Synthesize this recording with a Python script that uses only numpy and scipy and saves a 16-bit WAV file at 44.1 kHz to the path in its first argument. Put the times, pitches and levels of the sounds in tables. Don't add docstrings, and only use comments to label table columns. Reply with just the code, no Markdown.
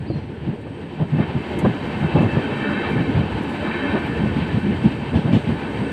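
import sys
import numpy as np
from scipy import signal
from scipy.fft import rfft, irfft
from scipy.io import wavfile

SR = 44100
rng = np.random.default_rng(int(sys.argv[2]) if len(sys.argv) > 2 else 0)


def to_wav(s):
    ch = np.atleast_2d(s).T
    pcm = np.round(np.clip(ch, -1, 1) * 32767)
    wavfile.write(sys.argv[1], SR, pcm.astype(np.int16))


N = 261072
TIME = np.arange(N) / SR
CRUISE_DB = -32
SING_HZ = 2637
WHEEL_TURNS_PER_S = 8
ROUGH_RAMP_S = 0.076
EDGE_HZ = 15550


def amp(db):
    return 10 ** (np.asarray(db) / 20)


def unit(x):
    return x / np.sqrt(np.mean(x ** 2) + 1e-20)


def follow(table, column):
    rows = np.array(table)
    return np.interp(TIME, rows[:, 0], rows[:, column])


def add(mix, s, sound):
    part = mix[max(round(s * SR), 0):][:len(sound)]
    part += sound[:len(part)]


def colour(x, points):
    hz, db = np.transpose(points)
    bins = np.fft.rfftfreq(len(x), 1 / SR)
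    gain = amp(np.interp(np.log(bins + 1), np.log(hz), db, right=-120))
    return irfft(rfft(x) * gain, len(x))


def noise(points):
    return unit(colour(rng.standard_normal(N), points))


def drift(rate):
    bins = np.fft.rfftfreq(N, 1 / SR)
    smooth = rfft(rng.standard_normal(N)) / (1 + (bins / rate) ** 4)
    return unit(irfft(smooth, N))


def resonance(hz, width):
    pole = np.exp((-np.pi * width * np.pi / 2 + 2j * np.pi * hz) / SR)
    return unit(signal.lfilter([1], np.poly([pole, pole]), rng.standard_normal(N)).real)


def stretch(s, length, ramp):
    return np.clip(.5 + np.minimum(TIME - s, s + length - TIME) / ramp, 0, 1)


def rolling(share):
    # t/s, level/dB
    rolling_curve = [(0.0, -45), (0.79, -43.5), (1.5, -34), (2.78, -28), (3.23, -33), (3.91, -29.5),
                     (4.15, -31), (5.04, -34.5), (5.92, -32.5)]
    return share * (follow(rolling_curve, column=1) - CRUISE_DB)


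def air(level_db=-57.5, share=0.83, flicker_db=1.0):
    # f/Hz, relative level/dB per Hz
    hiss_spectrum = [(2500, -17.5), (4600, 11.5), (5100, 1.5), (5600, 3.5), (6400, -2), (7600, 1.5),
                     (8400, 4), (9100, -2), (9700, -8.5), (11500, -12), (15500, -12.5)]
    swing_db = np.minimum(rolling(share), 0)
    return noise(hiss_spectrum) * amp(level_db + swing_db + flicker_db * drift(rate=24))


def whine(level_db=-5.5, rise_db_per_s=1.78, waver_db=2.0):
    # f/Hz, relative rms level/dB
    line_table = [(7956, -82), (8134, -87.5), (8178, -69), (8221, -84.5), (8307, -87.5)]
    wander_hz = .8
    wander = np.cumsum(wander_hz * drift(rate=8.6)) / SR
    lines = np.zeros(N)
    for hz, db in line_table:
        cycles = hz * TIME + wander + rng.random()
        lines += amp(db) * np.sqrt(2) * np.sin(2 * np.pi * cycles)
    return lines * amp(level_db + rise_db_per_s * TIME + waver_db * drift(rate=4))


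def ticks(octaves=0.59):
    # t/s, level before rise and decay/dB, rise time constant/s, 60 dB decay time/s, centre f/Hz
    burst_table = [(0.612, -57, .005, 0.043, 8500), (1.588, -40.5, .0008, 0.068, 8100),
                   (2.21, -50, .008, .12, 7460), (2.88, -54, .02, 0.19, 9500),
                   (3.426, -51, .004, .08, 8900), (3.48, -53, .02, .3, 8300),
                   (4.062, -52, .002, .04, 12000), (4.842, -33, .02, 0.16, 2900),
                   (5.142, -31, .03, 0.28, 3100), (5.32, -25.5, 0.029, .24, 2920),
                   (5.33, -47, 0.018, 0.19, 7000)]
    t, out = np.arange(SR // 4) / SR, np.zeros(N)
    bins = np.fft.rfftfreq(len(t), 1 / SR) + 1
    for s, db, rise, t60, hz in burst_table:
        band = 1 / (1 + (np.log2(bins / hz) / octaves) ** 2) ** 2
        burst = unit(irfft(rfft(rng.standard_normal(len(t))) * band, len(t)))
        envelope = (1 - np.exp(-t / rise)) * np.exp(-np.log(1000) * t / t60)
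        add(out, s, amp(db) * burst * envelope)
    return out


def chirp(s, length, top_hz, rest_hz, db, lift_s=.02, waver_hz=40, ramp=.02, echo_db=-1, echo_t60=0.3):
    age = (np.maximum(TIME - s, 0) / lift_s) ** 2
    flick = age * np.exp(1 - age)
    hz = rest_hz + (top_hz - rest_hz) * flick + waver_hz * drift(rate=80)
    tone = stretch(s, length, ramp) * amp(db) * np.sin(2 * np.pi * np.cumsum(hz) / SR)
    t = TIME[:SR // 2]
    decay = np.exp(-np.log(1000) * t / echo_t60)
    tail = rng.standard_normal(len(t)) * decay * (1 - np.exp(-t / .03))
    echo = signal.fftconvolve(tone, tail / np.linalg.norm(tail))[:N]
    return tone + amp(echo_db) * echo


def chirps():
    # t/s, length/s, top f before waver/Hz, resting f before waver/Hz, peak level of the dry tone/dB
    chirp_table = [(0.065, .1, 4780, 4215, -52), (.148, .042, 6000, 4900, -66)]
    return sum(chirp(*row) for row in chirp_table)


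def wind(level_db=3, lump_db=2.5):
    # f/Hz, relative level/dB per Hz
    rumble_spectrum = [(20, -42), (35, -33), (50, -22.5), (75, -5), (115, -5), (160, -3.5), (250, -31),
                       (600, -31)]
    # t/s, level/dB
    gust_curve = [(0.0, -33), (0.54, -40.5), (2.32, -29), (2.69, -37), (3.17, -25), (3.53, -37.5),
                  (4.3, -28.5), (5.59, -35), (5.92, -38)]
    gust_db = follow(gust_curve, column=1)
    return noise(rumble_spectrum) * amp(gust_db + level_db + lump_db * drift(rate=12))


def singing_wheel(start=2.05, length=.31, level_db=-41, throb_db=3, ramp=0.028):
    throb = np.sin(2 * np.pi * WHEEL_TURNS_PER_S * (TIME - start))
    gain = amp(level_db + throb_db * throb)
    return resonance(SING_HZ, width=22) * stretch(start, length, ramp) * gain


def knocks(pivot_hz=300, scatter=0.043, contact=0.0029, rebound=.009, rebound_db=-7):
    # t/s, peak level/dB, hardness as tilt about pivot_hz/dB per octave
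    knock_table = [(0.098, -9, -2.5), (0.473, -20, -1), (.665, -25, 6), (1.186, -18, 3), (1.648, -6.5, 7),
                   (2.158, -21, 1), (2.37, -18, -1), (3.16, -18, 5), (4.259, -9, -8)]
    # f before scatter/Hz, relative level before hardness/dB, 60 dB decay time/s
    frame_modes = [(135, 2.5, 0.046), (208, -10, 0.041), (311, 2, 0.051), (532, 1.5, 0.03),
                   (684, -13.5, 0.064), (802, -13, 0.038), (1140, -12, 0.02), (1535, -23, 0.03)]
    t, out = np.arange(SR // 5) / SR, np.zeros(N)
    hz, mode_db, t60 = np.transpose(frame_modes)[:, :, None]
    swell = 1 - np.exp(-(t / contact) ** 2)
    all_detunes = rng.standard_normal((len(knock_table), 2, len(frame_modes), 1))
    for (s, db, hardness), detunes in zip(knock_table, all_detunes):
        tilt_db = hardness * np.log2(hz / pivot_hz)
        decay = amp(mode_db + tilt_db) * np.exp(-np.log(1000) * t / t60)
        for bounce, detune in enumerate(detunes):
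            modes = decay * np.sin(2 * np.pi * hz * (1 + scatter * detune) * t)
            ring = swell * modes.sum(axis=0)
            add(out, s + bounce * rebound, amp(db + bounce * rebound_db) * ring / abs(ring).max())
    return out


def buffets(thud_db=0, rush_db=0, edge=0.014, taper=0.57):
    # f/Hz, relative level/dB per Hz
    thud_spectrum = [(20, -45), (45, -29), (75, -8.5), (115, -1), (150, 4), (180, 2), (212, 3), (255, -5.5),
                     (340, -14), (480, -28.5), (900, -42), (2000, -71)]
    # f/Hz, relative level/dB per Hz
    rush_spectrum = [(120, -19), (300, 9.5), (520, 7), (850, 1.5), (1200, -6.5), (1700, -16.5),
                     (3000, -22.5), (5000, -42.5), (10000, -63)]
    # t/s, length without edges/s, thud rms level/dB, rush level relative to thud/dB
    buffet_table = [(0.155, 0.043, -27, -19), (0.467, 0.083, -24, -20.5), (0.99, 0.059, -20.5, -12),
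                    (1.117, 0.11, -19, -24), (1.18, 0.068, -28, -2.5), (1.34, 0.05, -19.5, -18),
                    (1.621, 0.095, -19, -16), (1.647, .017, -27.5, 3.5), (2.004, 0.083, -19, -13.5),
                    (2.149, 0.048, -16, -6), (2.187, 0.1, -18, -7), (2.365, 0.033, -20.5, -5),
                    (2.924, 0.12, -21.5, -11.5), (3.146, 0.13, -27, -8.5), (3.931, 0.056, -24, -0.5),
                    (4.183, .1, -21, -16), (4.366, 0.024, -19.5, -20), (4.412, 0.031, -24, -24),
                    (4.548, 0.041, -19, -25), (4.626, 0.11, -20.5, -29), (4.84, 0.044, -12.5, -44),
                    (5.122, .08, -16.5, -15), (5.244, 0.086, -19.5, -12), (5.318, 0.07, -14, -15),
                    (5.462, 0.095, -21, -29), (5.776, 0.073, -25, -12)]
    thud, rush, out = noise(thud_spectrum), noise(rush_spectrum), np.zeros(N)
    for s, length, db, bright_db in buffet_table:
        start = max(s - edge / 2, 0)
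        shape = signal.windows.tukey(round((length + edge) * SR), taper)
        first = round(start * SR)
        span = slice(first, first + len(shape))
        low = amp(thud_db) * unit(thud[span] * shape)
        bright = amp(bright_db + rush_db) * unit(rush[span] * shape)
        add(out, start, amp(db) * (low + bright))
    return out


def wheels(level_db=-36.5, share=1.17):
    # f/Hz, width/Hz, relative level/dB
    wheel_modes = [(814, 89, -2), (1028, 140, -3), (1262, 150, -5), (1518, 85, 1), (1752, 110, 2),
                   (2131, 70, -4), (2328, 70, -4.5), (2643, 59, -2.5), (2990, 97, -15), (3126, 78, -7),
                   (3710, 54, -17.5), (3880, 71, -12.5), (4630, 260, -26.5), (4600, 110, -25.5)]
    # start t/s, length/s, extra ring level inside the ramps/dB
    rough_table = [(1.195, 0.063, 10.5), (2.547, 0.49, 3.5), (3.637, .36, 4.5)]
    waver_db = 1.9
    ring = sum(resonance(hz, width) * amp(db + waver_db * drift(rate=12.6))
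               for hz, width, db in wheel_modes)
    rough_db = sum(db * stretch(s, length, ROUGH_RAMP_S) for s, length, db in rough_table)
    return unit(ring) * amp(level_db + rolling(share) + rough_db)


def track(level_db=-32.0, share=0.89, flutter_db=1.63):
    # f/Hz, relative level/dB per Hz
    roar_spectrum = [(150, -13), (330, 5), (480, 1.5), (680, -0.5), (900, 3.5), (1150, -8.5), (1900, -8),
                     (3100, -8.5), (3500, -16.5), (4200, -21), (4700, -23.5), (5200, -38.5), (8000, -59)]
    swing_db = np.minimum(rolling(share), 0)
    return noise(roar_spectrum) * amp(level_db + swing_db + flutter_db * drift(rate=12.0))


def coach(level_db=-27, share=0.6, ring_db=0, waver_db=4.5, lurch_db=1.2):
    # f/Hz, relative level/dB per Hz
    drone_spectrum = [(110, -19), (165, -1.5), (210, 9), (260, 3.5), (335, 1.5), (460, -6), (700, -19.5),
                      (1500, -42.5)]
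    # f/Hz, width/Hz, relative level/dB
    body_modes = [(216.8, 25, 0), (282.8, 27.3, 0), (347.4, 20, -2.5), (411, 32, -5.5), (460.4, 48, -4),
                  (584.4, 20, -8.5)]
    ring = sum(resonance(hz, width) * amp(db + waver_db * drift(rate=12.4))
               for hz, width, db in body_modes)
    drone = noise(drone_spectrum) + amp(ring_db) * unit(ring)
    return unit(drone) * amp(level_db + rolling(share) + lurch_db * drift(rate=7.7))


def scene():
    train = coach() + track() + wheels() + singing_wheel() + knocks() + ticks() + whine()
    slipstream = wind() + buffets() + air()
    return (train + slipstream + chirps())[None]


def record(dry):
    lowpass = signal.firwin(511, EDGE_HZ, window=("kaiser", 9), fs=SR)
    return signal.oaconvolve(dry, lowpass[None], "same")


dry = scene()
out = record(dry)
to_wav(out)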